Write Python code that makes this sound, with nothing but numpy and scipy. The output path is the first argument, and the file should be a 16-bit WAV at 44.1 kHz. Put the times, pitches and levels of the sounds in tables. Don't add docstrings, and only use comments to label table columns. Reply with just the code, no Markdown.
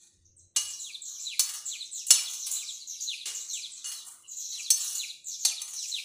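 import sys
import numpy as np
from scipy import signal
from scipy.fft import rfft, irfft
from scipy.io import wavfile
from scipy.ndimage import uniform_filter1d

SR = 44100
rng = np.random.default_rng(int(sys.argv[2]) if len(sys.argv) > 2 else 0)


def to_linear_factor(level_db):
    exponent = np.asarray(level_db, float) / 20
    return 10 ** exponent


def unload_audio(sound):
    columns = np.transpose(np.atleast_2d(sound))
    steps = np.round(np.clip(columns, -1, 1) * 32767)
    wavfile.write(sys.argv[1], SR, steps.astype(np.int16))


N = 266540

# (frequency [Hz], relative gain [dB])
AIR_COLOUR = [(25, -28), (60, -8), (150, 7.5), (400, -1), (1000, -0.5), (3000, -2), (8000, -35),
              (15000, -57)]
# (frequency [Hz], rms level [dB])
HUM_LINES = [(274.5, -95.5), (344.5, -84.5), (543.7, -89.5)]
# (time [s], length of the hold [s], level [dB])
DRONE_SWELLS = [(0.12, 0.34, -66), (0.59, 0.073, -67), (1.08, 0.048, -82), (3.28, 0.088, -83),
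                (3.52, 0.035, -70)]
# (time [s], length of the hold [s], fine hiss [dB], dull rumble of the wall [dB], steel-on-steel grind [dB])
SPOON_STROKES = [(-0.1, 0.14, -58.5, -74, -57), (0.62, 0.29, -52.5, -73, -61),
                 (1.05, 0.15, -64, -69.5, -71), (1.43, 0.099, -45.5, -55.5, -56),
                 (2.16, 0.079, -40.5, -55.5, -46), (2.47, 0.11, -53, -64, -52),
                 (3.24, 0.044, -49, -63, -46.5), (3.42, 0.38, -62, -71, -56), (3.86, 0.088, -46, -62, -53),
                 (4.03, 0.067, -47.5, -59.5, -68), (4.5, 0.084, -47, -67, -48),
                 (4.75, 0.15, -36.5, -58, -41), (5.58, 0.081, -44, -59, -56), (5.8, 0.18, -49, -84, -50)]
# (time [s], strength [dB], extra for the dull part [dB], chatter decay [s], extra for the steel's ring [dB])
SPOON_KNOCKS = [(0.5614, -14.5, -16, 0.015, -3.5), (1.3935, -7.5, -27.5, 0.0083, -4),
                (2.105, -5.5, -20.5, 0.008, 2.5), (3.256, -24.5, -20, 0.052, -38),
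                (3.8421, -37.5, -9, 0.048, 5), (4.703, -10, -30.5, 0.0049, 4),
                (5.45, -6.5, -19, 0.0049, -1), (5.6172, -18.5, -30.5, 0.0017, -2.5)]
# (time [s], strength [dB], extra for the bright part [dB])
SPOON_TICKS = [(0.609, -33, 4), (0.6524, -31.5, -8), (0.701, -35.5, -3), (1.4895, -27.5, -2),
               (1.537, -30.5, 3.5), (2.067, -36, 11.5), (2.22, -42, -3), (2.2972, -38, 3),
               (2.333, -29.5, -1.5), (2.437, -54, 14), (2.4636, -25, 2.5), (2.513, -34.5, 13),
               (2.57, -41, 2), (3.868, -40.5, 13), (3.9165, -28.5, -2), (3.981, -38, -16),
               (4.8204, -49, -16), (4.843, -39, 3), (4.902, -40, 9), (4.9503, -30.5, 4),
               (5.677, -36.5, 0.5), (5.7333, -35, 4)]
# (frequency [Hz], level [dB], time to fade by 60 dB [s])
STEEL_MODES = [(1210, -24, .04), (2030, -29, .07), (2885, -10, .11), (3400, -17, .05), (4310, -9, .07),
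               (4390, -10, .06), (4500, -11, .07), (5385, -7, .09), (5645, -13, .06), (6100, -8, .06),
               (6205, -2, .08), (6470, -8, .07), (6820, -11, .08), (7010, -6, .05), (7250, -16, .05),
               (7450, -12, .07), (7740, -5, .065), (8035, -14, .06), (8470, -11, .05), (9010, -15, .05),
               (9190, -9, .05), (9640, -14, .05), (9880, -16, .05), (10635, -5, .05), (11355, -16, .04),
               (12130, -18, .035), (12840, -23, .03), (13570, -21, .035), (14350, -24, .04)]
# (frequency [Hz], gain [dB])
CRACK_COLOUR = [(450, -53.5), (700, -23.5), (2000, -13.5), (4300, -4), (5000, -2), (7500, 2), (9500, -4),
                (12000, -23.5), (15000, -24)]
# (time [s], length [s], start pitch [Hz], end pitch [Hz], level [dB])
CHEEP_CALLS = [(0.251, 0.023, 6100, 6430, -56.5), (0.369, 0.034, 8400, 6060, -50.5),
               (0.68, 0.067, 7720, 5450, -39.5), (0.798, 0.04, 7400, 6300, -34.5),
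               (1.018, 0.081, 7640, 5980, -40), (1.086, 0.15, 6840, 5630, -42),
               (1.2, 0.081, 7140, 7000, -37), (1.53, 0.049, 7470, 5300, -39),
               (1.655, 0.054, 7610, 6380, -33), (1.81, 0.063, 8440, 5800, -44.5),
               (1.922, 0.09, 7880, 5520, -36.5), (2.083, 0.021, 7060, 7000, -29.5),
               (2.278, 0.12, 6800, 6130, -40.5), (2.39, 0.075, 7030, 5230, -37.5),
               (2.509, 0.072, 6900, 7600, -31), (2.618, 0.037, 6020, 5230, -40),
               (2.686, 0.081, 7520, 6230, -39), (2.875, 0.051, 6750, 5820, -35.5),
               (3.01, 0.037, 6590, 6580, -31), (3.342, 0.044, 7280, 5950, -34),
               (3.398, 0.032, 7220, 7380, -36.5), (3.484, 0.06, 6430, 6290, -36.5),
               (3.532, 0.017, 8040, 6340, -34), (3.718, 0.077, 7880, 5790, -42),
               (4.282, 0.071, 7300, 6180, -39.5), (4.372, 0.099, 7060, 5750, -38),
               (4.488, 0.074, 7000, 5380, -39.5), (4.584, 0.057, 7440, 5410, -37.5),
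               (4.804, 0.088, 7270, 5690, -34), (4.946, 0.048, 6900, 7040, -31.5),
               (5.254, 0.1, 7390, 5370, -36), (5.395, 0.074, 7000, 5740, -36),
               (5.69, 0.16, 6820, 5280, -40), (5.798, 0.058, 7920, 5720, -38.5),
               (5.88, 0.03, 7600, 6030, -31.5)]
# (time [s], length [s], start pitch [Hz], end pitch [Hz], level [dB])
WHISTLE_CALLS = [(0.731, 0.094, 5540, 3800, -57.5), (0.844, 0.077, 3850, 2274, -50),
                 (0.93, 0.035, 4560, 3350, -46), (1.06, 0.04, 4590, 3620, -59),
                 (1.15, 0.052, 3490, 2400, -62), (1.261, 0.1, 4080, 2146, -45),
                 (1.35, 0.04, 5100, 4000, -53), (1.699, 0.073, 4410, 2293, -44.5),
                 (1.79, 0.049, 4430, 3590, -47), (1.955, 0.091, 4120, 2400, -57),
                 (2.108, 0.093, 4490, 2290, -43), (2.226, 0.082, 5130, 2874, -47),
                 (2.417, 0.063, 4370, 3330, -56), (2.571, 0.074, 4100, 2220, -49),
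                 (2.659, 0.055, 4860, 3220, -45), (2.762, 0.079, 5530, 4090, -51.5),
                 (2.903, 0.072, 4840, 2340, -59), (2.944, 0.099, 5650, 4380, -47),
                 (3.076, 0.077, 4090, 2426, -39.5), (3.153, 0.09, 5140, 3350, -51),
                 (3.39, 0.044, 4290, 3480, -57), (3.508, 0.096, 4173, 2376, -45.5),
                 (3.591, 0.085, 5790, 3010, -47.5), (3.76, 0.074, 4370, 3540, -62),
                 (3.94, 0.1, 4370, 3510, -56), (4.24, 0.03, 2950, 2810, -55.5),
                 (4.325, 0.031, 4720, 3820, -68), (4.44, 0.12, 4320, 3690, -57.5),
                 (4.527, 0.092, 4340, 2360, -47), (4.632, 0.062, 4800, 3380, -47),
                 (4.781, 0.096, 4820, 3800, -54.5), (4.986, 0.07, 4354, 2236, -43),
                 (5.056, 0.067, 5800, 3400, -46.5), (5.31, 0.05, 4600, 3470, -51),
                 (5.445, 0.091, 4340, 2330, -44), (5.535, 0.09, 5020, 2840, -49),
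                 (5.779, 0.089, 4260, 2400, -53), (5.925, 0.08, 4113, 2367, -39.5),
                 (6.015, 0.078, 5480, 3800, -48)]
# (frequency [Hz], width [Hz], gain [dB])
WALLS_AND_WINDOW = [(2400, 160, 5.5), (3126, 210, -6.5), (3260, 610, 7), (3996, 636, 11), (4630, 190, -1),
                    (7000, 2500, -6)]
# (time [s], strength [dB])
BOWL_THUMPS = [(0.565, -71.5), (3.257, -54.5), (3.988, -76), (5.697, -75)]
# (frequency [Hz], level [dB], time to fade by 60 dB [s])
COUNTER_MODES = [(212, -14, .06), (354, -4, 0.023), (480, 6.5, 0.042)]
# (frequency [Hz], width [Hz], gain [dB])
MICROPHONE_HOUSING = [(1700, 500, -3.0), (5150, 500, -4.0), (9050, 300, -4.0), (11700, 900, -5.0)]
# (frequency [Hz], level in a bin [dB])
NOISE_ESTIMATE = [(300, -130), (600, -98), (2000, -82), (3200, -83.5), (5000, -97.5), (8000, -100),
                  (11700, -93), (15000, -73)]


def rms_one(x):
    return x / np.sqrt(np.mean(x ** 2) + 1e-20)


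def at_hz(points, hz):
    points_hz, points_db = np.array(points).T
    return np.interp(np.log(hz + 1), np.log(points_hz), points_db)


def coloured(x, spectrum):
    size = 4096
    gain = to_linear_factor(at_hz(spectrum, np.fft.rfftfreq(size, 1 / SR)))
    cepstrum = irfft(np.log(gain))
    cepstrum[1:size // 2] *= 2
    cepstrum[size // 2 + 1:] = 0
    response = irfft(np.exp(rfft(cepstrum)))
    return signal.fftconvolve(x, response)[:len(x)]


def cut(x, hz, kind, order=2):
    return signal.sosfilt(signal.butter(order, hz, kind, fs=SR, output="sos"), x)


def ring(force, hz, t60):
    radius, turn = to_linear_factor(-60 / (t60 * SR)), 2 * np.pi * hz / SR
    return signal.lfilter([0, np.sin(turn)], [1, -2 * radius * np.cos(turn), radius ** 2], force + 1e-18)


def peak(x, hz, width_hz, gain_db):
    g, turn, a = to_linear_factor(gain_db / 2), 2 * np.pi * hz / SR, np.pi * width_hz / SR
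    middle = -2 * np.cos(turn)
    return signal.lfilter([1 + a * g, middle, 1 - a * g], [1 + a / g, middle, 1 - a / g], x)


def grains(per_s, spread_db):
    sizes = to_linear_factor(spread_db * np.minimum(rng.exponential(1, N), 4)) * rng.choice([-1, 1], N)
    return rms_one(sizes * (rng.random(N) < per_s / SR))


def swells(table, rise_s, fade_db_per_s):
    t, out = np.arange(N) / SR, 0
    for start, length, *levels_db in table:
        rise = np.clip((t - start) / rise_s, 0, 1) ** 2
        fade = to_linear_factor(-fade_db_per_s * np.maximum(t - start - length, 0))
        out = out + to_linear_factor(np.array(levels_db))[:, None] * rise * fade
    return out


def room_air():
    return to_linear_factor(-75.5) * rms_one(coloured(rng.standard_normal(N), AIR_COLOUR))


def appliance_hum():
    t = np.arange(N) / SR
    return sum(np.sqrt(2) * to_linear_factor(level_db) * np.sin(2 * np.pi * hz * t) for hz, level_db in HUM_LINES)


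def outside_drone():
    width_hz = 8.8
    t60 = np.log(1000) / np.pi / width_hz
    drone = rms_one(ring(rng.standard_normal(N), 89, t60))
    return (to_linear_factor(-88) + swells(DRONE_SWELLS, rise_s=0.052, fade_db_per_s=157)[0]) * drone


def touches():
    knocks = [(s, db, dull, -25.5 - 0.96 * dull, length, steel)
              for s, db, dull, length, steel in SPOON_KNOCKS]
    ticks = [(s, db, -22.5, bright, 0.02, -8.5) for s, db, bright in SPOON_TICKS]
    return knocks + ticks


def chatter(column):
    out, t = np.zeros(N + SR // 5), np.arange(SR // 5) / SR
    rise = np.minimum(t / 0.00057, 1)
    for row in touches():
        at, length = round(row[0] * SR), max(row[4], .001)
        extra_db = row[column] if column else 0
        out[at:at + len(t)] += to_linear_factor(row[1] + extra_db) * np.exp(-t / length) * rise
    return out[:N]


def spoon_on_bowl():
    hiss, rumble, grind = swells(SPOON_STROKES, rise_s=0.03, fade_db_per_s=96.5)
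    blows = to_linear_factor(-26.5) * chatter(column=5)
    deep_blows = to_linear_factor(-11.5) * chatter(column=2)
    grain, modes = grains(9000, spread_db=3.5), 0
    for k, (hz, level_db, t60) in enumerate(STEEL_MODES):
        rubbing = to_linear_factor(-2) * rumble if hz < 2100 else to_linear_factor(-32) * grind
        struck = deep_blows if hz < 3600 else blows
        force = (struck + rubbing) * np.roll(grain, 4001 * k)
        modes = modes + to_linear_factor(level_db) * ring(force, hz, t60)
    slips = to_linear_factor(2.5 * rms_one(cut(rng.standard_normal(N), 35, "low")))
    hiss, grind = hiss * slips, grind * slips[::-1]
    grit = grains(14000, spread_db=4.0)
    middle = (to_linear_factor(0.5) * chatter(column=0) + to_linear_factor(8.5) * grind) * grit
    bright = (to_linear_factor(20.5) * chatter(column=3) + to_linear_factor(24.5) * hiss) * grit
    dull = (to_linear_factor(21.5) * chatter(column=2) + to_linear_factor(27.5) * rumble) * grit
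    crack = cut(middle, [2100, 9600], "band") + cut(bright, 15460, "high") + cut(dull, 1730, "low", order=4)
    return cut(modes + coloured(crack, CRACK_COLOUR), 579, "high", order=8)


def kitchen(x):
    t = np.arange(SR) / SR
    noise = rng.standard_normal(SR) * np.minimum(t / 0.0053, 1)
    low = cut(noise, 6700, "low")
    low_t60_s, treble_t60_s = 0.54, 0.37
    tail = low * to_linear_factor(-60 * t / low_t60_s) + (noise - low) * to_linear_factor(-60 * t / treble_t60_s)
    return signal.fftconvolve(x, tail / np.sqrt(np.sum(tail ** 2)))[:N]


def calls(table, warble_hz, warble_rate, rasp, bend, lead, fade_db, overtone_db):
    out = np.zeros(N + SR // 5)
    pace, depth = (rms_one(cut(row, 90, "low")) for row in rng.standard_normal((2, len(out))))
    trill = 2 * np.pi * np.cumsum(warble_rate * (1 + .3 * pace)) / SR
    warble = warble_hz * (1 + .5 * np.tanh(depth)) * np.sin(trill)
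    flutter = 1 + rasp * (np.sin(trill + 1.5) + 1.02 * pace)
    for s, length, from_hz, to_hz, level_db in table:
        span = slice(round((s - lead * length) * SR), round((s + length) * SR))
        u = np.linspace(-lead, 1, span.stop - span.start)
        inside = np.clip(u, 0, 1)
        glide = u + bend * (3 * inside ** 2 - 2 * inside ** 3 - inside)
        pitch_hz = from_hz + (to_hz - from_hz) * glide + warble[span]
        phase = 2 * np.pi * np.cumsum(pitch_hz) / SR
        rise = np.minimum((u + lead) / (lead + 0.015), 1) ** 2
        end = np.minimum((1 - u) / 0.14, 1)
        shape = rise * to_linear_factor(fade_db * inside) * end
        tone = np.sin(phase) + to_linear_factor(overtone_db) * (np.sin(2 * phase) + .2 * np.sin(3 * phase))
        out[span] += to_linear_factor(level_db) * shape * flutter[span] * tone
    return out[:N]


def through_walls(call, hiss_db):
    keep = np.exp(-1 / (0.033 * SR))
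    loudness = signal.lfilter([1 - keep], [1, -keep], abs(call))
    hiss = cut(rng.standard_normal(N), [3230, 9600], "band")
    out = call + to_linear_factor(hiss_db) * loudness * hiss
    for hz, width_hz, gain_db in WALLS_AND_WINDOW:
        out = peak(out, hz, width_hz, gain_db)
    return out


def bird_cheeps():
    cheeps = calls(CHEEP_CALLS, warble_hz=460, warble_rate=320, rasp=1.0,
                   bend=0.14, lead=0.21, fade_db=-3.0, overtone_db=-21.5)
    return through_walls(cheeps, hiss_db=-11)


def bird_whistles():
    whistles = calls(WHISTLE_CALLS, warble_hz=130, warble_rate=140, rasp=.5,
                     bend=.85, lead=.3, fade_db=2, overtone_db=-12)
    return through_walls(whistles, hiss_db=4.5)


def bowl_thumps():
    force, t = np.zeros(N + SR // 5), np.arange(SR // 5) / SR
    for s, level_db in BOWL_THUMPS:
        at = round(s * SR)
        force[at:at + len(t)] += to_linear_factor(level_db - 27.5) * np.exp(-t / 0.058)
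    soft = cut(force[:N] * rng.standard_normal(N), [140, 700], "band")
    return sum(to_linear_factor(level_db) * ring(soft, hz, t60) for hz, level_db, t60 in COUNTER_MODES)


def scene():
    background = room_air() + appliance_hum() + outside_drone()
    bowl = spoon_on_bowl() + bowl_thumps()
    cheeps, whistles = bird_cheeps(), bird_whistles()
    echo = kitchen(to_linear_factor(-5.0) * bowl + to_linear_factor(3.0) * cheeps + to_linear_factor(-7.5) * whistles)
    return (bowl + cheeps + whistles + echo + background)[None]


def suppressor(x, least_db, smooth_frames=4, uneven_db=9.5):
    hz, _, bins = signal.stft(x, SR, nperseg=1024)
    keep = np.exp(-1 / max(smooth_frames, .5))
    power = uniform_filter1d(abs(bins) ** 2, size=5, axis=0)
    recent_power = signal.lfilter([1 - keep], [1, -keep], power, axis=1)
    uneven = uniform_filter1d(rng.standard_normal(bins.shape), size=6, axis=0)
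    uneven = uniform_filter1d(uneven, size=24, axis=1)
    noise_db = at_hz(NOISE_ESTIMATE, hz)[:, None] + uneven_db * rms_one(uneven)
    noise_power = to_linear_factor(2 * noise_db)
    gain = np.maximum(1 - noise_power / (recent_power + 1e-20), to_linear_factor(least_db))
    return signal.istft(bins * gain, SR, nperseg=1024)[1][:N]


def low_pass(x):
    return signal.sosfilt(signal.butter(12, 16460, fs=SR, output="sos"), x)


def record(dry):
    x = dry[0]
    for hz, width_hz, gain_db in MICROPHONE_HOUSING:
        x = peak(x, hz, width_hz, gain_db)
    x = suppressor(x, least_db=-16)
    x = signal.sosfilt(signal.ellip(10, .5, 32, 15450, fs=SR, output="sos"), x)
    return low_pass(x[None])


dry = scene()
out = record(dry)
unload_audio(out)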